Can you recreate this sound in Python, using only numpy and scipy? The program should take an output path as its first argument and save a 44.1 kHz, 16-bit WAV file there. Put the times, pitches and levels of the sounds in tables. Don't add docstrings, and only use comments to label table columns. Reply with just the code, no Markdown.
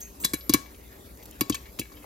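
import sys
import numpy as np
from scipy import signal
from scipy.fft import rfft, irfft, next_fast_len
from scipy.io import wavfile
from scipy.ndimage import uniform_filter1d

SR = 44100
rng = np.random.default_rng(int(sys.argv[2]) if len(sys.argv) > 2 else 0)


def attenuation_scalar(level_db):
    decades = np.asarray(level_db, float) / 20
    return 10 ** decades


def persist_wave(psi):
    counts = np.round(np.clip(psi, -1, 1) * 32767).astype(np.int16)
    wavfile.write(sys.argv[1], SR, np.atleast_2d(counts).T)


N = 90404


def evened(x):
    return x / np.sqrt(np.mean(x ** 2) + 1e-20)


def read(points, hz):
    f, value = np.transpose(points)
    return np.interp(np.log(hz + 1), np.log(f + 1), value)


def add(mix, start_s, sound):
    part = mix[round(start_s * SR):][:len(sound)]
    part += sound[:len(part)]


def colour(x, gain):
    size = next_fast_len(N + 2048)
    return irfft(rfft(x, size) * gain(np.fft.rfftfreq(size, 1 / SR)), size)[..., :N]


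def causal(db):
    log = db * np.log(10) / 20
    mirrored = np.r_[log, log[-2:0:-1]]
    return np.exp(np.conj(signal.hilbert(mirrored)))[:len(db)]


def ring(hz, db, t60_s, rise_s, length_s, phase=0, shake=1):
    t = np.arange(0, length_s, 1 / SR)[:, None]
    envelope = shake * attenuation_scalar(db - 60 * t / t60_s) * (1 - np.exp(-t / rise_s))
    return (envelope * np.sin(2 * np.pi * hz * t + phase)).sum(1)


def ports(x, lean):
    # frequency in Hz, left's phase lead in radians.
    lead = [(300, .2), (1500, 2.6), (2200, .2), (3200, 1.2), (5200, .5), (5700, -1.2), (6800, -1.2),
            (8400, -3.14), (13500, -6.2)]

    def half(hz):
        return np.exp(.5j * read(lead, hz)) * attenuation_scalar(.5 * read(lean, hz))

    left = colour(x[0], half)
    right = colour(x[-1], lambda hz: 1 / half(hz))
    return np.array([left, right])


def hiss():
    # frequency in Hz, room rumble density in dB per Hz.
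    rumble_density = [(25, -12), (45, 3), (70, 3.5), (110, -17.5), (220, -7.5), (400, -10.5), (550, -13.5),
                      (700, -22)]
    # frequency in Hz, oil sizzle density in dB per Hz.
    sizzle_density = [(700, -17), (1500, -22.5), (3000, -27.5), (6000, -29), (8300, -25), (10000, -29),
                      (12400, -24.5), (15300, -32)]
    # frequency in Hz, drift of the patches in dB.
    patch_drift = [(100, 1), (500, 1.5), (2000, 4), (8000, 2.5), (12000, 4)]
    # frequency in Hz, likeness of the two ports from -1 to 1.
    likeness = [(60, 0.97), (200, 0.96), (900, 0.12), (2000, 0.78), (6500, 0.21), (8300, 0.94),
                (10500, 0.58), (13000, 0.96)]
    # hum line in Hz, level in dB, wobble in dB.
    hum_lines = [(37.7, -59, 1.5), (59.5, -54.5, 1.5), (394, -69, 2.)]
    hiss_db, flicker_db, top_hz = -48, 1.1, 15850

    frames, hz = N // 256 + 5, np.fft.rfftfreq(1024, 1 / SR)
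    a, b, c, d, patches = rng.standard_normal((frames, 513, 5)).T
    patches = uniform_filter1d(patches, 10, 0)
    patches = evened(uniform_filter1d(patches, 10, 1))
    flicker = evened(uniform_filter1d(rng.standard_normal(frames), 3))

    same = np.clip(read(likeness, hz), -1, 1)[:, None]
    left = a + 1j * b
    right = same * left + np.sqrt(1 - same ** 2) * (c + 1j * d)
    density_db = read(rumble_density[:-1] + sizzle_density, hz) - 40 * (hz > top_hz)
    drift_db = read(patch_drift, hz)[:, None] * patches + flicker_db * flicker
    z = np.array([left, right]) * attenuation_scalar(density_db[:, None] + drift_db)
    noise = signal.istft(z, nperseg=1024, noverlap=768)[1][:, :N]
    out = attenuation_scalar(hiss_db) * evened(noise)

    t = np.arange(N) / SR
    for line_hz, db, wobble_db in hum_lines:
        slow = evened(colour(rng.standard_normal(N), lambda f: f < 6))
        line = np.sin(2 * np.pi * line_hz * t + 0.95 * slow[::-1])
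        out = out + attenuation_scalar(db + 6 + wobble_db * slow) * line
    return out


def kitchen(x):
    # frequency in Hz, t60 in seconds.
    room_t60 = [(200, 0.11), (1000, 0.46), (2500, 0.4), (6000, 0.35), (14000, 0.11)]
    taps = np.zeros((2, SR // 2))
    jitter = rng.integers(0, 20, (2, (SR // 2 - 201) // 20))
    at = np.arange(200, SR // 2 - 20, 20) + jitter
    np.put_along_axis(taps, at, rng.choice([-1., 1.], at.shape), 1)
    hz, t, z = signal.stft(taps, SR, nperseg=256)
    decay = attenuation_scalar(-60 * t / read(room_t60, hz)[:, None])
    tail = signal.istft(z * decay, SR, nperseg=256)[1]
    tail = tail + .35 * tail[::-1]
    tail = tail / np.linalg.norm(tail[0])
    return signal.fftconvolve(x[None], tail, axes=1)[:, :N]


def spits():
    # start in seconds, level in dB.
    oil_ticks = [(0.201, -43), (.879, -47), (1.173, -45), (1.2565, -35.5), (1.2605, -42), (1.28, -63),
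                 (1.3124, -40), (1.5453, -26), (1.7925, -31)]
    tick_t60_s = 0.014
    drip_s, drip_db, drip_hz, drip_fall_s, drip_length_s = 2.0415, -40.5, 1650, 0.0057, 0.0077

    out, t = np.zeros(N), np.arange(600) / SR
    noises = rng.standard_normal((len(oil_ticks), len(t)))
    for (start_s, db), noise in zip(oil_ticks, noises):
        add(out, start_s, attenuation_scalar(db - 60 * t / tick_t60_s) * np.gradient(noise))
    turns = drip_hz * drip_fall_s * (1 - np.exp(-t / drip_fall_s))
    swell = np.sin(np.pi * np.minimum(t / drip_length_s, 1))
    add(out, drip_s, attenuation_scalar(drip_db) * swell * np.sin(2 * np.pi * turns))
    return out


def strikes(hits, hz, modes, scatter_db, rattle_db):
    rise_s, rattle_t60_s, grain = .0006, 0.088, .55
    out, hz, (db, t60_s) = np.zeros(N), np.array(hz), np.transpose(modes)
    t = np.arange(4096) / SR
    f = np.fft.rfftfreq(len(t), 1 / SR) + 1
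    chance = rng.standard_normal((len(hits), len(t) + 2 * len(hz)))
    flutter = uniform_filter1d(rng.standard_normal((13230, len(hz))), 130, axis=0)
    shake = 1 + grain * np.minimum(hz / 6000, 1) * evened(flutter)

    for (start_s, level_db, centre_hz, spread_oct, free), row in zip(hits, chance):
        noise = row[:len(t)]
        odd, phase = row[len(t):].reshape(2, -1)
        near_db = scatter_db * odd - 6 * (np.log2(hz / centre_hz) / spread_oct) ** 2
        tone = ring(hz, db + near_db, free * t60_s, rise_s, 13229.5 / SR, 2 * phase,
                    np.roll(shake, round(start_s * SR), axis=0))
        add(out, start_s, .5 * attenuation_scalar(level_db) * tone)

        band_gain = attenuation_scalar(-6 * (np.log2(f / centre_hz) / spread_oct) ** 2)
        band = evened(irfft(rfft(noise) * band_gain))
        decay_db = -60 * t / (rattle_t60_s * np.sqrt(free))
        add(out, start_s, .5 * attenuation_scalar(level_db + rattle_db + decay_db) * band * spread_oct)
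    return out


def steel_pings():
    # start in seconds, level in dB, centre in Hz, spread in octaves, share of the free ring time.
    falls = [(.004, -42, 9300, 1.04, 1.2), (.013, -29.5, 6100, 0.2, 1.5), (.2, -41, 13500, 1.1, 1.5),
             (.21, -37, 7600, 0.33, 2.3), (.371, -39, 12430, 0.12, 2.8), (1.174, -51, 7300, 0.69, 0.18),
             (1.2266, -45.5, 3500, 1.3, 0.34), (1.322, -44, 3230, 0.32, 1.1),
             (1.5225, -24, 3820, 0.53, 1.1), (1.5447, -24.5, 4800, 0.83, 0.21),
             (1.5522, -24, 4400, 0.91, 0.16), (1.5682, -44, 11900, .1, 0.53),
             (1.969, -44.5, 3040, 0.54, 1.4), (2.026, -39, 2480, 0.18, 0.7), (.2435, -22, 5600, 0.65, 0.25),
             (1.409, -27, 2620, 0.19, 0.35), (1.565, -27, 2680, .15, 0.42), (1.7925, -21, 2760, 0.22, 0.33),
             (1.8145, -24, 2660, .12, 0.34), (1.232, -47, 12500, 0.62, .3), (1.92, -44, 4500, 0.55, 0.45),
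             (.745, -47, 3000, 0.98, .5), (1.409, -14, 12500, .2, .1)]
    steel_hz = [2600, 3144, 3860, 4560, 5600, 6445, 6480, 7600, 8300, 11600, 11820, 11960, 14020, 15470]
    # level in dB, t60 in seconds.
    steel_modes = [(-6.5, 0.11), (-4, 0.094), (-10, 0.091), (-12, 0.24), (-17, 0.36), (-2.5, 0.15),
                   (-9, 0.16), (-1, 0.25), (7, 0.17), (-3, 0.3), (-2, 0.46), (-10, 0.43), (3, .25),
                   (2, 0.09)]
    return strikes(falls, steel_hz, steel_modes, scatter_db=1.5, rattle_db=-0.5)


def lid_knocks():
    # start in seconds, level in dB, centre in Hz, spread in octaves, share of the free ring time.
    taps = [(.237, -29.5, 2700, 0.68, 0.55), (0.247, -20, 4400, 0.45, 0.72), (.2481, -23, 1730, 0.58, 0.39),
            (.3352, -26.5, 2080, 0.69, 0.75), (.247, -23, 3560, 0.085, 1.5), (.495, -26, 4200, 0.73, 0.72),
            (.496, -32, 1140, 0.81, 0.78), (0.5255, -32.5, 3240, 0.73, 0.59),
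            (.538, -13.5, 4700, 1.17, 0.27), (.543, -23, 1740, 1.01, 0.83), (.66, -43.5, 1910, 0.65, 0.41),
            (1.409, -21, 2580, 0.69, 0.43), (1.4102, -28, 1000, 0.51, 0.94),
            (1.411, -25.5, 4800, 0.27, 0.77), (1.498, -29.5, 1100, 0.34, 0.58),
            (1.5442, -27.5, 1810, 0.6, 0.51), (1.656, -47.5, 2330, 0.75, 0.89),
            (1.789, -31.5, 3900, 1.54, 0.19), (1.7951, -37.5, 4000, 0.7, 1.04),
            (1.8146, -30.5, 2460, 0.36, 0.78), (1.854, -43, 2230, 0.6, 0.32),
            (1.4985, -33, 3400, 1.1, 0.57), (.3355, -29, 4100, 0.13, 0.95), (.337, -23, 5900, 0.19, 0.61),
            (.409, -44, 4000, .7, 0.6), (1.41, -26, 705, .15, 0.33), (1.898, -49, 1730, 0.49, 0.57),
            (1.918, -50, 1300, 0.59, .5), (1.94, -45, 2270, 0.24, .3), (1.973, -48.5, 1720, 0.57, 0.32)]
    glass_hz = [1104, 1701, 2275, 2818, 3385, 3526, 3965, 4060, 4330, 4665, 4950, 5200, 5873, 6560]
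    # level in dB, t60 in seconds.
    glass_modes = [(12.5, 0.055), (0, 0.1), (-0.5, 0.15), (-3, 0.095), (0, 0.06), (-6.5, 0.094), (2, 0.097),
                   (-7.5, 0.075), (4, 0.036), (0, 0.091), (6, 0.024), (6.5, 0.034), (-4, 0.067), (-23, .06)]
    return strikes(taps, glass_hz, glass_modes, scatter_db=1.1, rattle_db=-2.5)


def bursts():
    pop_s = [.2464, .3346, .4946, .537, 1.4086, 1.4974, 1.7942]
    # crack in dB, split length in seconds, thump in dB, thump lag in seconds,
    # share of the air's ring time.
    pops = [
        (-9, 0.004, -22.5, 0.00162, 0.56),
        (-18.5, 0.0093, -18.5, 0.00257, 0.81),
        (-11, 0.0018, -12, 0.00227, 0.97),
        (-9, 0.0073, -11, 0.007, 0.9),
        (-14.5, 0.00066, -16.5, 0.00546, 0.95),
        (-18, 0.00083, -16.5, 0.00288, 1.35),
        (-18, 0.0036, -24, 0.0031, 0.84),
    ]
    # start in seconds, level in dB.
    snaps = [(.2472, -14), (.2488, -6), (0.2485, -16), (0.251, -11), (.4953, -20), (.5381, 4), (0.5377, -5),
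             (0.539, -2), (0.545, -5), (1.2566, -25), (1.311, -25), (1.4093, -10.5), (1.4112, -13),
             (1.412, -22), (1.4979, -4), (1.7971, -15), (1.7964, -16)]
    # start in seconds, level in dB, share of the air's ring time.
    puffs = [(0.234, -34.5, .6), (1.816, -32.5, 0.54)]
    # start in seconds, length in seconds, pitch in Hz, level in dB.
    moans = [(0.152, 0.13, 280.3, -49), (1.886, 0.19, 298.3, -52.5)]
    # frequency in Hz, level in dB, t60 in seconds.
    air_modes = [(278.4, 10.5, 0.023), (298, -3, 0.06), (207.6, -7, 0.052), (121, -6, 0.069),
                 (86.6, -9, 0.052), (486, -20.5, 0.082)]
    # frequency in Hz, level in dB.
    crack_gain = [(300, 7), (1000, -12), (3000, -22.5), (6500, 6), (9000, 8), (12500, 4.5), (15000, 1.5),
                  (17000, -49)]
    spike_db, snap_gain, crack_t60_s = 3.5, 2.2, 0.04
    fizz_db, fizz_t60_s, rise_cycles = -8.5, 0.024, 0.62

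    cracks, thumps, t = np.zeros(N), np.zeros(N), np.arange(4000) / SR
    air_hz, air_db, air_t60_s = np.transpose(air_modes)
    chance = rng.standard_normal((len(pops), 2, len(t)))
    spikes = rng.exponential(1, (len(pops), len(t) // 20)).repeat(20, axis=1)
    puffs_all = list(puffs)
    for start_s, pop, (a, b), spike in zip(pop_s, pops, chance, spikes):
        db, length_s, thump_db, lag_s, free = pop
        puffs_all.append((start_s + lag_s, thump_db, free))
        uneven_db = spike_db * (np.minimum(spike, 4) - 2)
        split = a * attenuation_scalar(uneven_db - 60 * np.maximum(t - length_s, 0) / crack_t60_s)
        first_snap = snap_gain * np.sign(b) * np.exp(-((t - .0007) / .00025) ** 2)
        fizz = b * attenuation_scalar(fizz_db - 60 * t / fizz_t60_s)
        onset = np.minimum(t / 0.00015, 1)
        add(cracks, start_s, 0.34 * attenuation_scalar(db) * onset * (split + first_snap + fizz))
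    for start_s, db in snaps:
        add(cracks, start_s, attenuation_scalar(db) * np.ones(1))

    for start_s, db, free in puffs_all:
        thump = ring(air_hz, air_db, free * air_t60_s, rise_cycles / air_hz, .15)
        add(thumps, start_s, -attenuation_scalar(db) * thump / abs(thump).max())
    for start_s, length_s, hz, db in moans:
        u = np.arange(0, length_s, 1 / SR)
        swell = np.sqrt(abs(np.sin(np.pi * u / length_s)))
        add(thumps, start_s, attenuation_scalar(db) * swell * np.sin(2 * np.pi * hz * u))
    return colour(cracks, lambda hz: causal(read(crack_gain, hz))) + thumps


def scene():
    # frequency in Hz, left minus right in dB.
    pan_lean = [(300, 2.8), (700, 4), (1200, 12), (1900, 10), (2400, 5), (4500, 7), (6000, 2), (8200, 0)]
    # frequency in Hz, left minus right in dB.
    floor_lean = [(60, 2), (5000, 2), (6000, 0)]
    kitchen_db = -18.5
    pan = bursts() + lid_knocks() + steel_pings() + spits()
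    in_room = pan + attenuation_scalar(kitchen_db) * kitchen(pan)
    return ports(in_room, pan_lean) + ports(hiss(), floor_lean)


def low_pass(x):
    return signal.sosfilt(signal.butter(12, 16810, fs=SR, output="sos"), x)


def record(dry):
    low_cut_hz, edge_hz = 54.5, 16700
    low_cut = signal.butter(3, low_cut_hz, "high", fs=SR, output="sos")
    heard = signal.sosfilt(low_cut, dry)
    heard = colour(heard, lambda hz: 1 / (1 + (hz / edge_hz) ** 300))
    return low_pass(heard)


dry = scene()
out = record(dry)
persist_wave(out)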